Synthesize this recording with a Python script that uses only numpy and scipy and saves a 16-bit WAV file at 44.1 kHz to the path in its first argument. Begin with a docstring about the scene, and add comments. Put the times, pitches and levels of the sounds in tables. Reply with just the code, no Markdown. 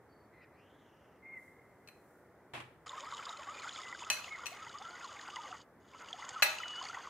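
"""A far bird whistles faintly, now and then, over room tone; its calls are frequency-modulated sine tones.
Cake is served at a kitchen counter: a steel spatula swishes (shaped noise), ticks on a plate (decaying modes)
and is laid on the baking tray (noise clatter and a low sine thud). Water then trickles dead centre in two runs
of ringing bubbles, pinging drops and resonant spray. During the first a fork is set down on china; during the
second one plate knocks against another. A decaying diffuse tail answers the china and the tray."""
import sys
import numpy as np
from scipy import signal
from scipy.fft import rfft, irfft, next_fast_len
from scipy.io import wavfile
from scipy.ndimage import map_coordinates

SR = 44100
rng = np.random.default_rng(int(sys.argv[2]) if len(sys.argv) > 2 else 0)


def master_out(mix):
    """Clip the mix to full scale and print it as 16-bit PCM to the path in sys.argv[1]."""
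    frames = np.transpose(np.atleast_2d(mix))
    ceiling = np.clip(frames, -1, 1)
    pcm = np.round(ceiling * 32767).astype(np.int16)
    wavfile.write(sys.argv[1], SR, pcm)


N = 312669
TIME = np.arange(N) / SR  # s

# reverberation of the kitchen: f/Hz, t60/s
KITCHEN_DECAY = [(150, 0.58), (1000, 0.47), (2500, 0.43), (6000, 0.37), (10000, 0.38), (15000, 0.34)]
# the two runs of water: start t/s, rise time/s, stop t/s, t60 of the last dribble/s
WATER_RUNS = [(2.86, 0.0031, 5.625, 0.069), (5.79, 0.017, 7.1, .06)]


def amp(db):
    """Decibels to an amplitude ratio: 20 dB is a factor of ten."""
    return 10 ** (np.asarray(db) / 20)


def unit(x):
    """Normalisation to an rms of 1."""
    return x / np.sqrt(np.mean(x ** 2) + 1e-20)


def along(points, hz):
    """Interpolation of (f/Hz, value) points on a logarithmic frequency axis."""
    f, value = np.transpose(points)
    return np.interp(np.log(hz + 1), np.log(f + 1), value)


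def curves(rows):
    """Linear interpolation in time: one value per sample for each column after the time."""
    seconds, *columns = np.transpose(rows)
    return [np.interp(TIME, seconds, column) for column in columns]


def wobble(rate):
    """Smooth random modulation: a spline through random knots, rate knots a second."""
    return map_coordinates(rng.standard_normal(8192), [TIME * rate], mode="wrap")


def filtered(x, response):
    """Linear filtering: the spectrum is multiplied by a gain that depends on frequency."""
    n = x.shape[-1]
    padded = next_fast_len(n + 8192)
    spectrum = rfft(x, padded) * response(np.fft.rfftfreq(padded, 1 / SR))
    return irfft(spectrum, padded)[..., :n]


def noise(spectrum, shape):
    """Coloured noise of rms 1: white noise shaped by (f/Hz, level/dB) points."""
    white = rng.standard_normal(shape)
    return unit(filtered(white, lambda hz: amp(along(spectrum, hz))))


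def fade(t, t60):
    """Exponential decay by 60 dB in t60."""
    return np.exp(-np.log(1000) * t / t60)


def swell(u):
    """Smooth growth and decay: the envelope grows to 1 at u = 1, then dies away."""
    return u ** 2 * np.exp(2 - 2 * u)


def add(track, s, x):
    """Superposition: mixes x into the track at time s."""
    part = track[..., max(round(s * SR), 0):][..., :x.shape[-1]]
    part += x[..., :part.shape[-1]]


def diffuse(pair):
    """Spatial coherence: two unrelated signals become a stereo field, narrower in the bass."""
    # f/Hz, side level/dB
    side_levels = [(80, -3), (400, -10), (1200, 0.5), (2500, -2.5), (8000, -0.5)]
    mid = pair[0]
    side = filtered(pair[1], lambda hz: amp(along(side_levels, hz)))
    return np.array([mid + side, mid - side]) / np.sqrt(2)


def echo(x, decays):
    """Reverberation: convolution with diffuse noise of unit energy whose bands decay at their own speed."""
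    hz, t, z = signal.stft(rng.standard_normal((2, SR)), SR, nperseg=256)
    decaying = z * fade(t, along(decays, hz)[:, None])
    tail = diffuse(signal.istft(decaying, SR, nperseg=256)[1])
    delayed = np.pad(tail, ((0, 0), (130, 0)))  # about 3 ms before the tail begins
    return signal.fftconvolve(np.atleast_2d(x), delayed / np.linalg.norm(tail[0]), axes=1)[:, :N]


def china(crack_db=-7, crack_t60=0.013, shiver=0.44, attack=0.00015):
    """Modal synthesis: each blow rings damped plate modes, blurred by phase drift, with a crack of contact."""
    # blows: t/s, level/dB, brightness/(dB per octave), left minus right/dB, room over the blow/dB,
    # ring colour (0 = struck as by the fork to 1 = struck at the rim)
    blows = [(1.875, -48.5, 2, 7, -8, 0.56), (1.886, -43.5, 0.5, 1, -6.5, 1),
             (4.101, -16, 1.5, 2.5, -9.5, 0), (4.105, -23, 0, 3, 3, 0.61), (4.458, -36, 0, 16.5, -2, 0.26),
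             (4.466, -29.5, 1, 6, -3.5, 0.068), (6.4226, -17, -2, 14, 6, 0.96),
             (6.425, -14.5, -0.5, -11, -14, 0.85), (6.431, -19, 3.5, 16.5, -17, 0.84)]
    # plate modes: f/Hz, relative level at ring colour 0/dB, relative level at ring colour 1/dB, t60/s
    plate_modes = [(615, -21, -17, .06), (850, -15, -13, .04), (1200, -18, -14, .06), (1450, -18, -10, .04),
                   (1675, -15, -10, .05), (1875, -11, -8, .05), (2160, -16, -9, .05), (2480, -9, -2, .04),
                   (2570, -3, 0, .05), (2720, -2, -10, .04), (2990, -4, -11, .04), (4110, -4, -1, .04),
                   (4230, -6, -8, .05), (4650, -13, -20, .03), (5965, 1, -11, .04), (7050, -11, -17, .05),
                   (7990, -10, -16, .06), (8500, -15, -26, .05), (9550, -22, -25, .06),
                   (10350, -15, -16, .07), (11600, -21, -20, .05), (12750, -16, -21, .045),
                   (14100, -28, -11, .08), (14800, -18, -28, .06)]
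    # contact noise: f/Hz, relative level/dB
    contact_spectrum = [(60, -32), (250, -29), (700, -5), (2500, 0), (3500, 3.5), (5000, -1.5), (8000, 0),
                        (15000, -32.5)]
    # f/Hz, phase between left and right microphone/rad
    mic_phases = [(500, 0), (2500, .3), (4100, 2.7), (7000, 2.7), (11000, 1.5)]
    out, t = np.zeros((2, N)), np.arange(SR // 4) / SR
    hz, fork_db, rim_db, t60 = np.transpose(plate_modes)
    mics = np.multiply.outer([-.5, .5], along(mic_phases, hz))[:, :, None]
    for s, db, bright_db, pan_db, room_db, ring_colour in blows:
        struck_db = fork_db + ring_colour * (rim_db - fork_db)
        tilt_db = bright_db * np.log2(hz / 4000)
        sizes = amp(struck_db + tilt_db + rng.standard_normal(len(hz)))
        steps = rng.standard_normal((len(hz), len(t)))
        drift = shiver * np.cumsum(steps, 1) / np.sqrt(SR / 1000)  # shiver in radians per root ms
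        phase = rng.uniform(0, 2 * np.pi, (len(hz), 1)) + drift + mics
        partials = fade(t, t60[:, None]) * np.sin(2 * np.pi * hz[:, None] * t + phase)
        ring = np.sum(sizes[:, None] * partials, 1) / np.linalg.norm(sizes)
        crack_spectrum = [(f, level + bright_db * np.log2(f / 4000)) for f, level in contact_spectrum]
        crack = amp(crack_db) * diffuse(noise(crack_spectrum, (2, len(t)))) * fade(t, crack_t60)
        blow = amp(db) * (ring + crack) / np.sqrt(2) * (1 - np.exp(-t / attack))
        add(out, s, blow * amp([[pan_db / 2], [-pan_db / 2]]))
        add(out, s, amp(room_db) * echo(blow[0], KITCHEN_DECAY))
    return out


def tray(thud_hz=130, thud_t60=0.36, room_db=-8):
    """Damped vibration: the loaded tin tray clatters as decaying noise and thuds as a decaying sine."""
    # landing and settling: t/s, clatter level/dB, clatter t60/s, thud level/dB
    landings = [(2.536, -42, 0.28, -53), (2.549, -42.5, 0.23, -66), (2.577, -50, 0.16, -51.5),
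                (2.603, -41.5, 0.058, -65), (2.61, -57, 0.09, -56)]
    # clatter: f/Hz, relative level/dB
    tin_spectrum = [(60, -27), (130, -36), (250, -1.5), (450, -7), (800, -1), (1500, -5.5), (2000, -3),
                    (2600, -3.5), (3300, -8), (4300, -16.5), (6000, -25.5), (9000, -23.5), (15500, -41)]
    out, t = np.zeros((2, N)), np.arange(SR // 2) / SR
    for s, clatter_db, t60, thud_db in landings:
        clatter = diffuse(noise(tin_spectrum, (2, len(t)))) * fade(t, t60)
        thud = np.sin(2 * np.pi * thud_hz * t) * fade(t, thud_t60)
        add(out, s, amp(clatter_db) * clatter)
        add(out, s, amp(thud_db) * thud)
    return out + amp(room_db) * echo(out[0], KITCHEN_DECAY)


def spatula():
    """Friction noise: steel brushes over crumbs with a faint, high swish in bell-shaped strokes."""
    # strokes under the cake: middle t/s, half length to 1/e/s, level/dB
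    slides = [(1.434, 0.1, -75), (1.7, 0.3, -84.5), (2.1, 0.18, -78)]
    strokes = sum(amp(db) * np.exp(-((TIME - s) / half) ** 2) for s, half, db in slides)
    return strokes * noise([(2000, -19), (4000, -6.5), (8000, 4), (15000, 2.0)], (2, N))


def water(gurgle_db=0.5, splash_db=-2.0, murmur=1.0, fizz=1.52, spurt_db=2.47, glug_db=2.5):
    """Bubble acoustics: big bubbles gurgle low; fine spray fizzes through the resonances of a hollow."""
    # gurgle: f/Hz, gain/dB
    gurgle_spectrum = [(200, -41), (450, -13), (700, -8), (1000, 0), (1300, 1), (1700, -8.5), (2000, -3),
                       (2500, -15), (3300, -13.5)]
    # hollow resonances: f/Hz before tuning, width/Hz before the factor 0.56 below and tuning, level/dB
    resonances = [(2380, 2600, -9.5), (3180, 140, 6), (3680, 620, 1), (5200, 830, -2), (7175, 990, 1.5),
                  (9020, 1040, -14.5), (10200, 810, -19)]
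    low = swarm(count=1800, low_hz=448.4, high_hz=2702, cycles=4.8, spread_db=3.5, size=1600)
    low = low + murmur * noise([(300, 2), (3000, -0.5), (4000, -25)], N)
    shaped = filtered(low, lambda hz: amp(along(gurgle_spectrum, hz)))
    gurgle = unit(shaped * amp(glug_db * wobble(55)))

    spray = swarm(count=11000, low_hz=1993, high_hz=8230, cycles=3.5, spread_db=1.5, size=500)
    spray = spray + fizz * rng.standard_normal(N)
    hz, t, z = signal.stft(spray, SR, nperseg=512)
    tuned_hz = hz[:, None] / tuning(t)
    hollow = sum(amp(db) / (1 + ((tuned_hz - centre) / (0.56 * width)) ** 2) ** 1.28
                 for centre, width, db in resonances)
    splash = unit(signal.istft(z * hollow, SR, nperseg=512)[1][:N])
    spurts = (wobble(22) + wobble(60) + wobble(190)) / np.sqrt(3)  # spray comes in spurts
    splash = splash * amp(spurt_db * spurts)

    gurgling, splashing = flow()
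    stream = amp(gurgle_db) * gurgling * gurgle + amp(splash_db) * splashing * splash
    return stream + plops(gurgling) + drops(splashing, splash)


def bubble(t, hz, swell_s, glide):
    """Resonance of a pocket of air: it swells into ringing and dies while its pitch slides."""
    u = t / swell_s
    cycles = hz * swell_s * (u + glide * (u - 1) ** 2 / 2)  # the pitch is hz at the peak, u = 1
    return swell(u) * np.sin(2 * np.pi * cycles)


def swarm(count, low_hz, high_hz, cycles, spread_db, size):
    """Superposition of many bubbles of random moment, pitch, life and strength; rms 1."""
    start, pitch, life, strength, slide = rng.random((count, 5)).T[:, :, None]
    hz = low_hz * (high_hz / low_hz) ** pitch
    swell_s = cycles * 2 ** (2 * life - 1) / hz
    waves = bubble(np.arange(size) / SR, hz, swell_s, 0.23 * (slide - .5))
    waves = waves * amp(spread_db * np.minimum(-np.log(strength), 3.5)) * (hz / low_hz)
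    places = (start * N).astype(int) + np.arange(size)
    return unit(np.bincount(places.ravel(), waves.ravel(), N)[:N])


def flow():
    """Amplitude envelopes of gurgle and splash: each run starts, follows the stream and stops."""
    # for each run: t/s, gurgle level/dB, splash level/dB, both before the trims in water()
    stream_levels = [
        [(2.86, -51, -56.5), (3.2, -51, -55), (3.45, -51.5, -57), (3.8, -52.5, -52), (4.15, -53.5, -56.5),
         (4.6, -53.5, -59), (5.2, -53, -56), (5.55, -53.5, -57), (5.63, -75, -62.5)],
        [(5.8, -81, -82), (5.93, -59.5, -64.5), (6.08, -54, -58.5), (6.5, -50.5, -52), (6.7, -53, -56),
         (6.87, -49, -52.5), (7.05, -53.5, -58.5)],
    ]
    total = 0
    for levels, (start, rise, stop, fall) in zip(stream_levels, WATER_RUNS):
        onset = np.clip((TIME - start) / rise, 0, 1)
        dribble = fade(np.maximum(TIME - stop, 0), fall)
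        total = total + amp(curves(levels)) * onset * dribble
    return total


def tuning(t):
    """Resonance shift: the frequency ratio of the hollow sinks steadily through each run."""
    start_ratios, sag_per_s = (0.972, 0.93), 0.018
    run = (t > WATER_RUNS[1][0]).astype(int)
    return np.take(start_ratios, run) - sag_per_s * (t - np.array(WATER_RUNS)[run, 0])


def lesser(strength, hz, octaves, db, scatter_db, count):
    """Jittered event process: random events whose level follows the flow; rows (t/s, level/dB, f/Hz)."""
    when, pitch, size = rng.random((count, 3)).T
    s = (np.arange(count) + when) / count * N / SR
    flow_db = 20 * np.log10(np.interp(s, TIME, strength) + 1e-9)
    levels = flow_db + db + scatter_db * (4 * size - 2)
    pitches = hz * 2 ** (octaves * (4 * pitch - 2))
    return [row for row in zip(s, levels, pitches) if row[1] > -80]  # the faintest are left out


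def plops(strength):
    """Bubble resonance: single bubbles ring out of the gurgle, the lesser ones creeping up in pitch."""
    # placed bubbles: t/s, peak level/dB, f/Hz, swell time/s, pitch change per swell time as a share
    placed_bubbles = [(2.862, -45, 1210, 0.0076, 0.089), (2.927, -41, 1013, 0.0088, 0.03),
                      (2.975, -39.5, 1240, 0.0068, -0.016), (3.005, -52, 565, 0.017, 0.13),
                      (3.063, -42.5, 1240, 0.011, .06), (3.123, -34.5, 1280, 0.0023, -0.098),
                      (3.125, -41, 1147, 0.016, 0.056), (3.266, -37, 1170, 0.0034, -.09),
                      (3.326, -42, 1310, 0.0064, -.02), (3.382, -50, 590, 0.012, 0.089),
                      (3.475, -42.5, 1200, 0.021, .08), (3.643, -39, 1330, 0.0045, 0.034),
                      (3.669, -39, 1490, 0.0054, -.06), (3.926, -36, 1980, .002, 0.009),
                      (3.948, -38.5, 1510, .0025, .04), (4.02, -40.5, 977, .005, 0.0076),
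                      (4.433, -41.5, 1390, 0.0038, 0.022), (4.514, -48.5, 693, 0.0099, 0.15),
                      (4.613, -45.5, 1310, 0.016, -0.049), (4.666, -44, 1950, .003, 0.019),
                      (4.793, -49.5, 790, 0.021, 0.18), (4.84, -43.5, 1343, 0.018, 0),
                      (5.04, -40, 1110, 0.0087, -.075), (5.193, -41.5, 1880, 0.0029, -0.12),
                      (5.383, -41, 920, 0.0081, 0.019), (5.505, -46, 744, 0.011, -0.014),
                      (5.526, -36.5, 1330, 0.0029, -0.16), (6.134, -46, 742, 0.0077, -0.029),
                      (6.186, -44, 906, 0.0058, .13), (6.357, -36, 1317, 0.0093, -0.055),
                      (6.6, -36, 1340, 0.0054, -0.05), (6.633, -33, 2030, 0.0021, -0.062),
                      (6.812, -36.5, 1044, 0.0042, -0.034), (6.896, -36.5, 1347, .0045, 0.02),
                      (6.945, -36.5, 1950, 0.0029, -.02), (6.969, -37.5, 983, 0.0052, 0.22),
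                      (7.071, -37, 1140, 0.0025, -.06)]
    # lesser bubbles: f/Hz at the start of the first run, spread/octave, swell time/s,
    # level over the gurgle/dB, scatter/dB; draws lie within two spreads or scatters either way
    lesser_bubbles = (1200, 0.0924, 0.0166, 1.6, 2.7)
    fill_octaves_per_s = 0.0447
    out = np.zeros(N)
    centre_hz, octaves, swell_s, over_db, scatter_db = lesser_bubbles
    glides = 0.041 * rng.standard_normal(130)  # share of the pitch per swell time, up or down
    rows = lesser(strength, centre_hz, octaves, over_db, scatter_db, count=len(glides))
    small = []
    for (s, db, hz), glide in zip(rows, glides):
        risen_hz = hz * 2 ** (fill_octaves_per_s * (s - WATER_RUNS[0][0]))
        small.append((s, db, risen_hz, swell_s, glide))
    for s, db, hz, life, glide in list(placed_bubbles) + small:
        t = np.arange(int(6 * life * SR)) / SR
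        add(out, s, amp(db) * bubble(t, hz, life, glide))
    return out


def drops(strength, splash, spray_s=0.0023):
    """Bubble entrainment: each drop traps a tiny pinging bubble and throws a brief burst of spray."""
    # placed drops: t/s, reference level/dB, ping f/Hz, ping over reference/dB, spray over reference/dB
    placed_drops = [(2.8933, -39.5, 3630, 2, -26), (3.0051, -39.5, 3300, -7, -12),
                    (3.1462, -39, 3850, -5, -15), (3.168, -38.5, 3300, -8, -10),
                    (3.1793, -41, 3100, -1, -21), (3.253, -38.5, 4900, -2.5, -16),
                    (3.292, -34.5, 3780, -0.5, -24), (3.692, -37, 3430, 1.5, -16),
                    (3.7597, -38.5, 3480, 0.5, -32), (4.0372, -41, 2700, 1, -32),
                    (4.2426, -35, 2800, -1, -22), (4.7844, -44, 4950, -3, -9),
                    (5.3587, -33, 2940, -14, -11.5), (6.0854, -43, 2860, -3, -6),
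                    (6.129, -31.5, 3350, 0.5, -17.5), (6.2902, -30.5, 7200, -6.5, -13),
                    (6.585, -29.5, 2740, -5, -13), (6.6806, -33, 2820, -18, -7.5),
                    (6.761, -50, 2960, -19, -4), (6.826, -39, 4930, -3, -10), (6.852, -34.5, 4600, -4, -21),
                    (6.886, -35.5, 4700, -5, -17)]
    # lesser drops: ping f/Hz, spread/octave, level over the splash/dB, scatter/dB;
    # draws lie within two spreads or scatters either way
    lesser_drops = (3400, 0.275, 4.6, 3.7)
    lesser_ping_db, lesser_spray_db = -1, -15  # over the level of the drop
    ping_s, ping_glide = 0.0015, -0.037  # swell time; share by which the pitch sags per swell time
    pings, spray, t = np.zeros(N), np.zeros(N), np.arange(SR // 20) / SR
    rows = lesser(strength, *lesser_drops, count=260)
    small = [(*row, lesser_ping_db, lesser_spray_db) for row in rows]
    for s, db, hz, ping_db, spray_db in list(placed_drops) + small:
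        add(pings, s, amp(db + ping_db) * bubble(t, hz, ping_s, ping_glide))
        # the spray peaks together with the ping
        add(spray, s + ping_s - spray_s, amp(db + spray_db) * swell(t / spray_s))
    return pings + spray * splash


def bird(rasp=0.13, waver_db=1.0, overtone_db=-7, echo_db=-12, echo_t60=1.43):
    """Frequency modulation: thin whistles turn in pitch, flutter makes them hoarse, the hoarsest gain an octave."""
    # start t/s, length/s, turning f/Hz, level/dB, growth of the level over the call/dB,
    # turn as a share of the length, depth below the turning pitch at start and end as shares of it
    # (negative = above), roughness 0-1, depth of the pulsing/dB (negative = pulse inverted)
    calls = [(.09, .2, 4530, -85.5, -10, 0.26, 0, 0.02, .15, 4),
             (.32, 0.14, 2045, -66, 7, 0.33, .04, 0.14, 0.6, -2.5),
             (.405, 0.046, 2540, -71.5, 25, 0.25, 0, .1, 0.71, -4),
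             (0.519, 0.33, 3420, -76.5, -13, 1, 0.47, 0, 0.68, 2),
             (.78, 0.44, 2775, -80, -6, 0.88, -0.16, 0.051, .85, 2),
             (1.222, .176, 2135, -52, 11.5, 0.49, .035, 0.132, 0.17, 3.5),
             (2.079, 0.35, 1460, -76, 4, 0.88, .04, 0, 0.069, 0),
             (3.508, 0.13, 2430, -63, 3, 0.42, .09, .17, 0.36, 10),
             (3.82, 0.16, 2020, -56.5, -6.5, 0.091, 0, 0.017, .2, 0.5),
             (4.305, 0.057, 2177, -45, 3, 0.34, .02, 0.18, 0.19, -2.5),
             (6.595, .23, 2925, -47, 6, .5, -.035, -0.06, .08, -0.5)]
    attack, release = 0.088, 0.13  # shares of the length
    drop_power = 3.54  # how late and steep the drop comes
    pulse_hz, pulse_lead_s = 25.9, 0.0012  # rate; time of the first pulse in a call
    song, flutter, waver = np.zeros(N), wobble(1400), wobble(60)
    for s, length, turn_hz, db, growth_db, turn, rise, drop, rough, pulse_db in calls:
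        t = np.arange(int(length * SR)) / SR
        u, turn = t / length, np.clip(turn, .05, .95)
        now = slice(round(s * SR), round(s * SR) + len(t))
        before = np.maximum(1 - u / turn, 0)
        after = np.maximum((u - turn) / (1 - turn), 0)
        hz = turn_hz * (1 - rise * before ** 2 - drop * after ** drop_power)
        phase = 2 * np.pi * np.cumsum(hz * (1 + rasp * rough * flutter[now])) / SR
        envelope = np.minimum(u / attack, 1) * np.minimum((1 - u) / release, 1)
        pulsing_db = pulse_db * np.cos(2 * np.pi * pulse_hz * (t - pulse_lead_s))
        level_db = db + growth_db * (u - .5) + pulsing_db + waver_db * waver[now]
        overtone = amp(overtone_db) * max(2 * rough - 1, 0) * np.sin(2 * phase)
        add(song, s, envelope * amp(level_db) * np.sqrt(2) * (np.sin(phase) + overtone))
    return song + amp(echo_db) * echo(song, [(2000, echo_t60), (3000, 0.24)])[0]


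def room_tone(air_db=-62.5, side_db=-17, hiss_db=-80.0, edge_hz=2200):
    """Stationary background noise: a dull, nearly mono rush under a faint wide hiss."""
    # rush: f/Hz, relative level/dB
    air_spectrum = [(20, -36.5), (40, -22), (62, -4.5), (110, -2.5), (170, -5.5), (280, -3.5), (420, -2.5),
                    (650, -6.5), (1200, -11.5), (2000, -15), (3000, -25)]
    # hiss: f/Hz, relative level/dB
    hiss_spectrum = [(1500, -10), (2200, 6), (2700, 4), (4000, 0), (8000, -1), (15500, -1)]
    rush = noise(air_spectrum, (2, N))
    mid, side = filtered(rush, lambda hz: 1 / np.sqrt(1 + (hz / edge_hz) ** 18))
    air = unit(mid + amp(side_db) * np.array([side, -side]))
    return amp(air_db) * air + amp(hiss_db) * noise(hiss_spectrum, (2, N))


def scene():
    """Superposition of all the sources."""
    return china() + tray() + spatula() + water() + bird() + room_tone()


def record(dry, low_cut_hz=50, top_hz=15500):
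    """Band limitation: the small microphone drops the deep bass, and a steep edge ends the treble."""
    voiced = filtered(dry, lambda hz: (hz / low_cut_hz) ** 2 / np.sqrt(1 + (hz / low_cut_hz) ** 4))
    return filtered(voiced, lambda hz: 1 / np.sqrt(1 + (hz / top_hz) ** 120))


dry = scene()
out = record(dry)
master_out(out)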